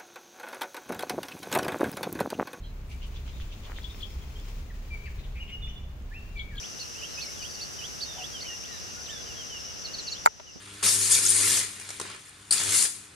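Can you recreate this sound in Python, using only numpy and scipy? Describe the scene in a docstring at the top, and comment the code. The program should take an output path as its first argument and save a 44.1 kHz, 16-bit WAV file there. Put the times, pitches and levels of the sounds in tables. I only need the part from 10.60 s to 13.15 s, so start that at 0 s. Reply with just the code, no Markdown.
"""A faint hiss and a low hum: wiring smoulders above a metal box on a garage wall, a few metres away. With a
snap an arc flares up, dies down, then flares again: a harsh sizzle of tiny sparks that throbs with the mains,
with short squeals. The hum is air heated twice per mains cycle. Between the flares the wiring smoulders and
snaps; each snap comes back from a wall of the open yard."""
import sys
import numpy as np
from scipy import signal
from scipy.fft import rfft, irfft
from scipy.io import wavfile

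SR = 44100
rng = np.random.default_rng(int(sys.argv[2]) if len(sys.argv) > 2 else 0)


def bounce(signal):
    """Save signal as a 16-bit WAV file at the path given by the first command-line argument."""
    frames = np.transpose(np.atleast_2d(signal))
    limited = np.clip(frames, -1, 1)
    pcm = np.round(limited * 32767).astype(np.int16)
    wavfile.write(sys.argv[1], SR, pcm)


N = 112454
T = np.arange(N) / SR
HZ = np.maximum(np.arange(N // 2 + 1) * SR / N, 1)
MAINS_HZ, CUTOFF_HZ = 50, 14300

# level difference between the channels: (frequency [Hz], left minus right [dB])
BALANCE = [(200, 0), (650, 4), (1300, -1), (2200, -1.5), (4100, 0.1), (7000, 2.5), (8500, 6), (9500, 10),
           (11000, -0.5)]
# reflections, nearest first: (delay [s], relative level [dB])
REFLECTIONS = [(.0029, -14.5), (0.0143, 0)]


def from_db(db):
    """Amplitude grows tenfold for every 20 dB."""
    return 10 ** (np.asarray(db) / 20)


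def rms_one(x):
    """Normalisation to unit mean power."""
    return x / np.sqrt(np.mean(x ** 2) + 1e-20)


def at_hz(points):
    """Interpolation over log frequency, at every bin."""
    hz, values = np.transpose(points)
    return np.interp(np.log(HZ), np.log(hz), values)


def drift(rate_hz):
    """Low-passed noise gives a smooth random fluctuation of rms 1."""
    step, settle = 20, 2000
    pole = np.exp(-2 * np.pi * step * rate_hz / SR)
    white = rng.standard_normal(N // step + settle + 2)
    slow = signal.lfilter([1], [1, -2 * pole, pole * pole], white)[settle:]
    return np.interp(np.arange(N) / step, np.arange(len(slow)), rms_one(slow))


def stereo(pair, gain):
    """Partial coherence: two independent signals mix into left and right spectra of one colour."""
    # likeness of left and right: (frequency [Hz], correlation [-1 to 1])
    correlation = [(85, 1.0), (150, 1), (350, 0.96), (620, -0.31), (1400, 0.61), (2200, 0.19), (3000, 1),
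                   (6500, 0.51), (8500, 0.32), (11500, 0.98)]
    mid, side = rfft(pair)
    alike = at_hz(correlation)
    sign = np.array([[1], [-1]])
    both = np.sqrt(1 + alike) * mid + sign * np.sqrt(1 - alike) * side
    both *= gain * from_db(sign * at_hz(BALANCE) / 2)
    return both / np.std(irfft(both.mean(0), N))


def noise(spectrum):
    """Spectral shaping turns white noise into coloured stereo noise."""
    return irfft(stereo(rng.standard_normal((2, N)), from_db(at_hz(spectrum))), N)


def smoulder():
    """Steady burning and the open air make a stationary broadband noise."""
    # spectrum of the burning: (frequency [Hz], relative level [dB])
    colour = [(15, -45), (25, -2), (92, 10), (300, -1), (609, -3.5), (1440, 1.5), (5340, -11.5),
              (9010, -5.5), (12000, -51), (13000, -62)]
    return from_db(-57) * noise(colour)


def hum(full_db=-47, waver_db=2, waver_hz=7):
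    """Periodic heating: the arc expands the air twice per mains cycle, giving a harmonic series."""
    # envelope of the fundamental: (time [s], level [dB])
    envelope = [(0, -59), (.14, -54.5), (.21, -56), (.265, -43), (.325, -52), (.385, -41.5), (.46, -50),
                (.86, -44.5), (1.06, -55), (1.14, -62), (1.49, -57), (1.63, -69), (1.99, -60),
                (2.09, -41.5), (2.17, -54.5), (2.33, -64.5)]
    # overtones: (harmonic number, full level [dB], fall with the hum [dB/dB], left phase lead [rad])
    overtones = [(2, -56.5, .75, .1), (3, -54, .85, .3), (4, -51.5, 1.2, .8), (5, -61, 1.2, 2.6)]
    db = np.interp(T, *np.transpose(envelope))
    phase = 2 * np.pi * 2 * MAINS_HZ * T + .15 * drift(waver_hz)
    out = from_db(db + waver_db / 2 * drift(waver_hz)) * np.sin(phase)
    for harmonic, level_db, follows, lead in overtones:
        gain = from_db(level_db + follows * np.minimum(db - full_db, 0) + waver_db * drift(waver_hz))
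        out = out + gain * np.sin(harmonic * phase + rng.uniform(0, 2 * np.pi) + np.array([[lead], [0]]))
    return np.sqrt(2) * out


def sparks(per_s=3500, spread_db=3, power_share=.27, throb_db=.5, flutter_db=1.14):
    """Shot noise of tiny discharges in a rush of gas, amplitude-modulated at twice the mains frequency."""
    fires = rng.random((2, N)) < per_s / SR
    sizes = from_db(spread_db * np.minimum(rng.exponential(1, (2, N)), 4.5))
    clicks = rms_one(fires * sizes * rng.choice([-1, 1], (2, N)))
    gas = rng.standard_normal((2, N))
    grains = np.sqrt(power_share) * clicks + np.sqrt(1 - power_share) * gas
    throb = np.sin(2 * np.pi * 2 * MAINS_HZ * T)
    return grains * from_db(throb_db * throb + flutter_db * drift(rate_hz=120))


def sizzle(bands=44, roar_top_hz=996, rasp_top_hz=4010, flicker_hz=23.3):
    """Modulated noise: roar, rasp and hiss follow the arc's strength while each narrow band flickers."""
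    # spectrum of the arc: (frequency [Hz], relative level [dB])
    colour = [(60, -32), (140, -17.5), (260, -20), (360, -20), (460, -17), (600, -21.5), (850, -19.5),
              (1300, -12.5), (2200, -8), (3000, -10), (4700, -5), (5700, -6.5), (6800, -0.5), (7900, -2),
              (9400, 0), (10200, -3.5), (10550, -13.5), (11900, -10), (12400, -26), (14000, -61)]
    # envelope of the hiss: (time [s], relative level [dB])
    hiss_envelope = [(0, -54), (.15, -50), (.225, -49.5), (.229, -25), (.26, -20.5), (.35, -22),
                     (.385, -27), (.43, -22), (.495, -27), (.52, -17), (.57, -21), (.62, -28), (.66, -22.5),
                     (.77, -24.5), (.83, -23.5), (.995, -23), (1.015, -33.5), (1.1, -41.5), (1.18, -48),
                     (1.21, -45.5), (1.25, -46), (1.42, -48), (1.62, -54), (1.69, -50.5), (1.72, -58.5),
                     (1.908, -55), (1.925, -19), (1.96, -28.5), (2.07, -30.5), (2.16, -21.5), (2.225, -21),
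                     (2.32, -41), (2.52, -58.5)]
    # envelope of the rasp and roar below it: (time [s], relative level [dB])
    rasp_envelope = [(0, -49), (.225, -47.5), (.229, -29.5), (.29, -31), (.34, -38.5), (.47, -38),
                     (.56, -34.5), (.7, -37), (.9, -31.5), (.99, -34), (1.1, -47), (1.21, -46.5),
                     (1.38, -48), (1.52, -41), (1.61, -54.5), (1.907, -57), (1.912, -37.5), (2.16, -33.5),
                     (2.25, -37), (2.31, -52.5), (2.39, -53), (2.47, -56.5)]
    # the ground reflection interferes with the direct sound
    comb = 1 + from_db(-19) * np.exp(-2j * np.pi * HZ * REFLECTIONS[0][0])
    spectrum = stereo(sparks(), from_db(at_hz(colour)) * comb)
    centres = CUTOFF_HZ * np.linspace(0, 1, bands) ** 2
    flickering = 0
    for hz, weights in zip(centres, np.eye(bands)):
        depth_db = 2.5 if roar_top_hz < hz < rasp_top_hz else 2  # the rasp sputters most
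        band = irfft(spectrum * np.interp(HZ, centres, weights), N)
        flickering += band * rms_one(from_db(depth_db * drift(flicker_hz)))
    spectrum = rfft(flickering)
    hiss_db = np.interp(T, *np.transpose(hiss_envelope))
    rasp_db = np.interp(T, *np.transpose(rasp_envelope))
    roar, below_hiss = (1 / (1 + (HZ / top) ** 6) for top in (roar_top_hz, rasp_top_hz))
    rasp, hiss = below_hiss - roar, 1 - below_hiss
    out = 0
    for share, db in ((roar, rasp_db - 14), (rasp, rasp_db - 2.5), (hiss, hiss_db - 1.5)):
        part = irfft(spectrum * share, N)
        out += from_db(db) * part / np.std(part.mean(0))
    return out


def snaps(decay_s=.0045, wall_thud_db=-5):
    """Transients of the burning wiring: a crack and a thud decay exponentially and return as echoes."""
    # snaps: (time [s], crack level [dB], thud level [dB])
    events = [(0.228, -30, -34), (1.198, -37.5, -63), (1.29, -31.5, -55), (1.3987, -29.5, -31),
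              (1.451, -45, -39), (1.5, -41, -44.5), (1.547, -44, -43.5), (1.9089, -29.5, -33),
              (2, -26, -46)]
    # spectrum of the bright crack: (frequency [Hz], relative level [dB])
    crack_colour = [(120, -13), (700, 3), (4000, 2.5), (9300, 8), (10500, -6), (11900, -14), (13300, -52)]
    # spectrum of the dull thud: (frequency [Hz], relative level [dB])
    thud_colour = [(70, -10), (200, 1), (420, 10), (680, -3.5), (1080, 10), (2000, -4.5), (4000, -36)]
    crack, thud = np.zeros(N), np.zeros(N)
    for start, crack_db, thud_db in events:
        for delay, path_db in [(.00015, 0)] + REFLECTIONS:  # direct path first
            age = T - start - delay
            fall = (age >= 0) * np.exp(-np.abs(age) / decay_s)
            from_wall = delay > REFLECTIONS[0][0]
            crack += from_db(crack_db + path_db) * fall
            thud += from_db(thud_db + path_db + wall_thud_db * from_wall) * fall
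    return crack * noise(crack_colour) + thud * noise(thud_colour)


def spits(edge_s=.00056):
    """Brief squeals of the arc, and the ringing of the snap at 1.91 s with its wall echo, sound as narrow-band
    noise."""
    # squeals and ringing: (time [s], duration [s], level [dB], centre frequency [Hz], bandwidth [Hz]); the rows
    # from 1.908 to 1.9244 s are the snap at 1.91 s ringing near 4.6 and 9 kHz, and its echo from the wall
    squeals = [(0.264, 0.031, -31.5, 5290, 1300), (0.515, .02, -26.5, 9300, 895),
               (0.53, 0.019, -23.5, 6880, 700), (0.558, 0.033, -36, 2297, 300),
               (0.652, 0.0054, -20.5, 8600, 900), (0.6595, 0.0079, -20, 6680, 300),
               (0.687, 0.0088, -22, 8930, 710), (0.6988, 0.0063, -18, 9260, 500),
               (0.749, 0.02, -26.5, 9580, 600), (1.908, 0.0085, -24.5, 4540, 450),
               (1.9081, 0.0088, -18.5, 8810, 1540), (1.923, 0.0067, -23.5, 4670, 400),
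               (1.9244, .004, -20, 9400, 994), (1.9805, 0.0023, -24.5, 4700, 700),
               (2.117, 0.049, -38.5, 2044, 295), (2.145, 0.061, -40, 4590, 400)]
    out = np.zeros((2, N))
    for start, length, db, hz, width_hz in squeals:
        gate = np.clip(np.minimum(T - start, start + length - T) / edge_s + .5, 0, 1)
        phase = 2 * np.pi * hz * T
        squeal = gate * (drift(width_hz / 2) * np.cos(phase) + drift(width_hz / 2) * np.sin(phase))
        pan_db = np.interp(hz, *np.transpose(BALANCE))
        out += from_db(db + np.array([[pan_db], [-pan_db]]) / 2) * squeal * np.std(gate) / np.std(squeal)
    return out


def yard(direct, t60_s=.33, low_cut_hz=316, tail_db=-6):
    """Reverberation: scattering from the row of garages adds a decaying tail without bass."""
    tail = rng.standard_normal((2, SR)) * from_db(-60 * T[:SR] / t60_s)
    tail = signal.sosfilt(signal.butter(2, low_cut_hz, "high", fs=SR, output="sos"), tail)
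    tail /= np.sqrt(np.sum(tail ** 2, axis=1, keepdims=True))
    return direct + from_db(tail_db) * signal.fftconvolve(direct, tail, axes=1)[:, :N]


def scene():
    """Superposition: the arc, spits and snaps sound in the yard, over the hum and the smoulder."""
    return yard(sizzle() + spits() + snaps()) + hum() + smoulder()


def record(dry):
    """Band limiting: a steep low-pass removes the highest treble."""
    return signal.sosfilt(signal.ellip(10, .2, 80, CUTOFF_HZ, fs=SR, output="sos"), dry)


dry = scene()
out = record(dry)
bounce(out)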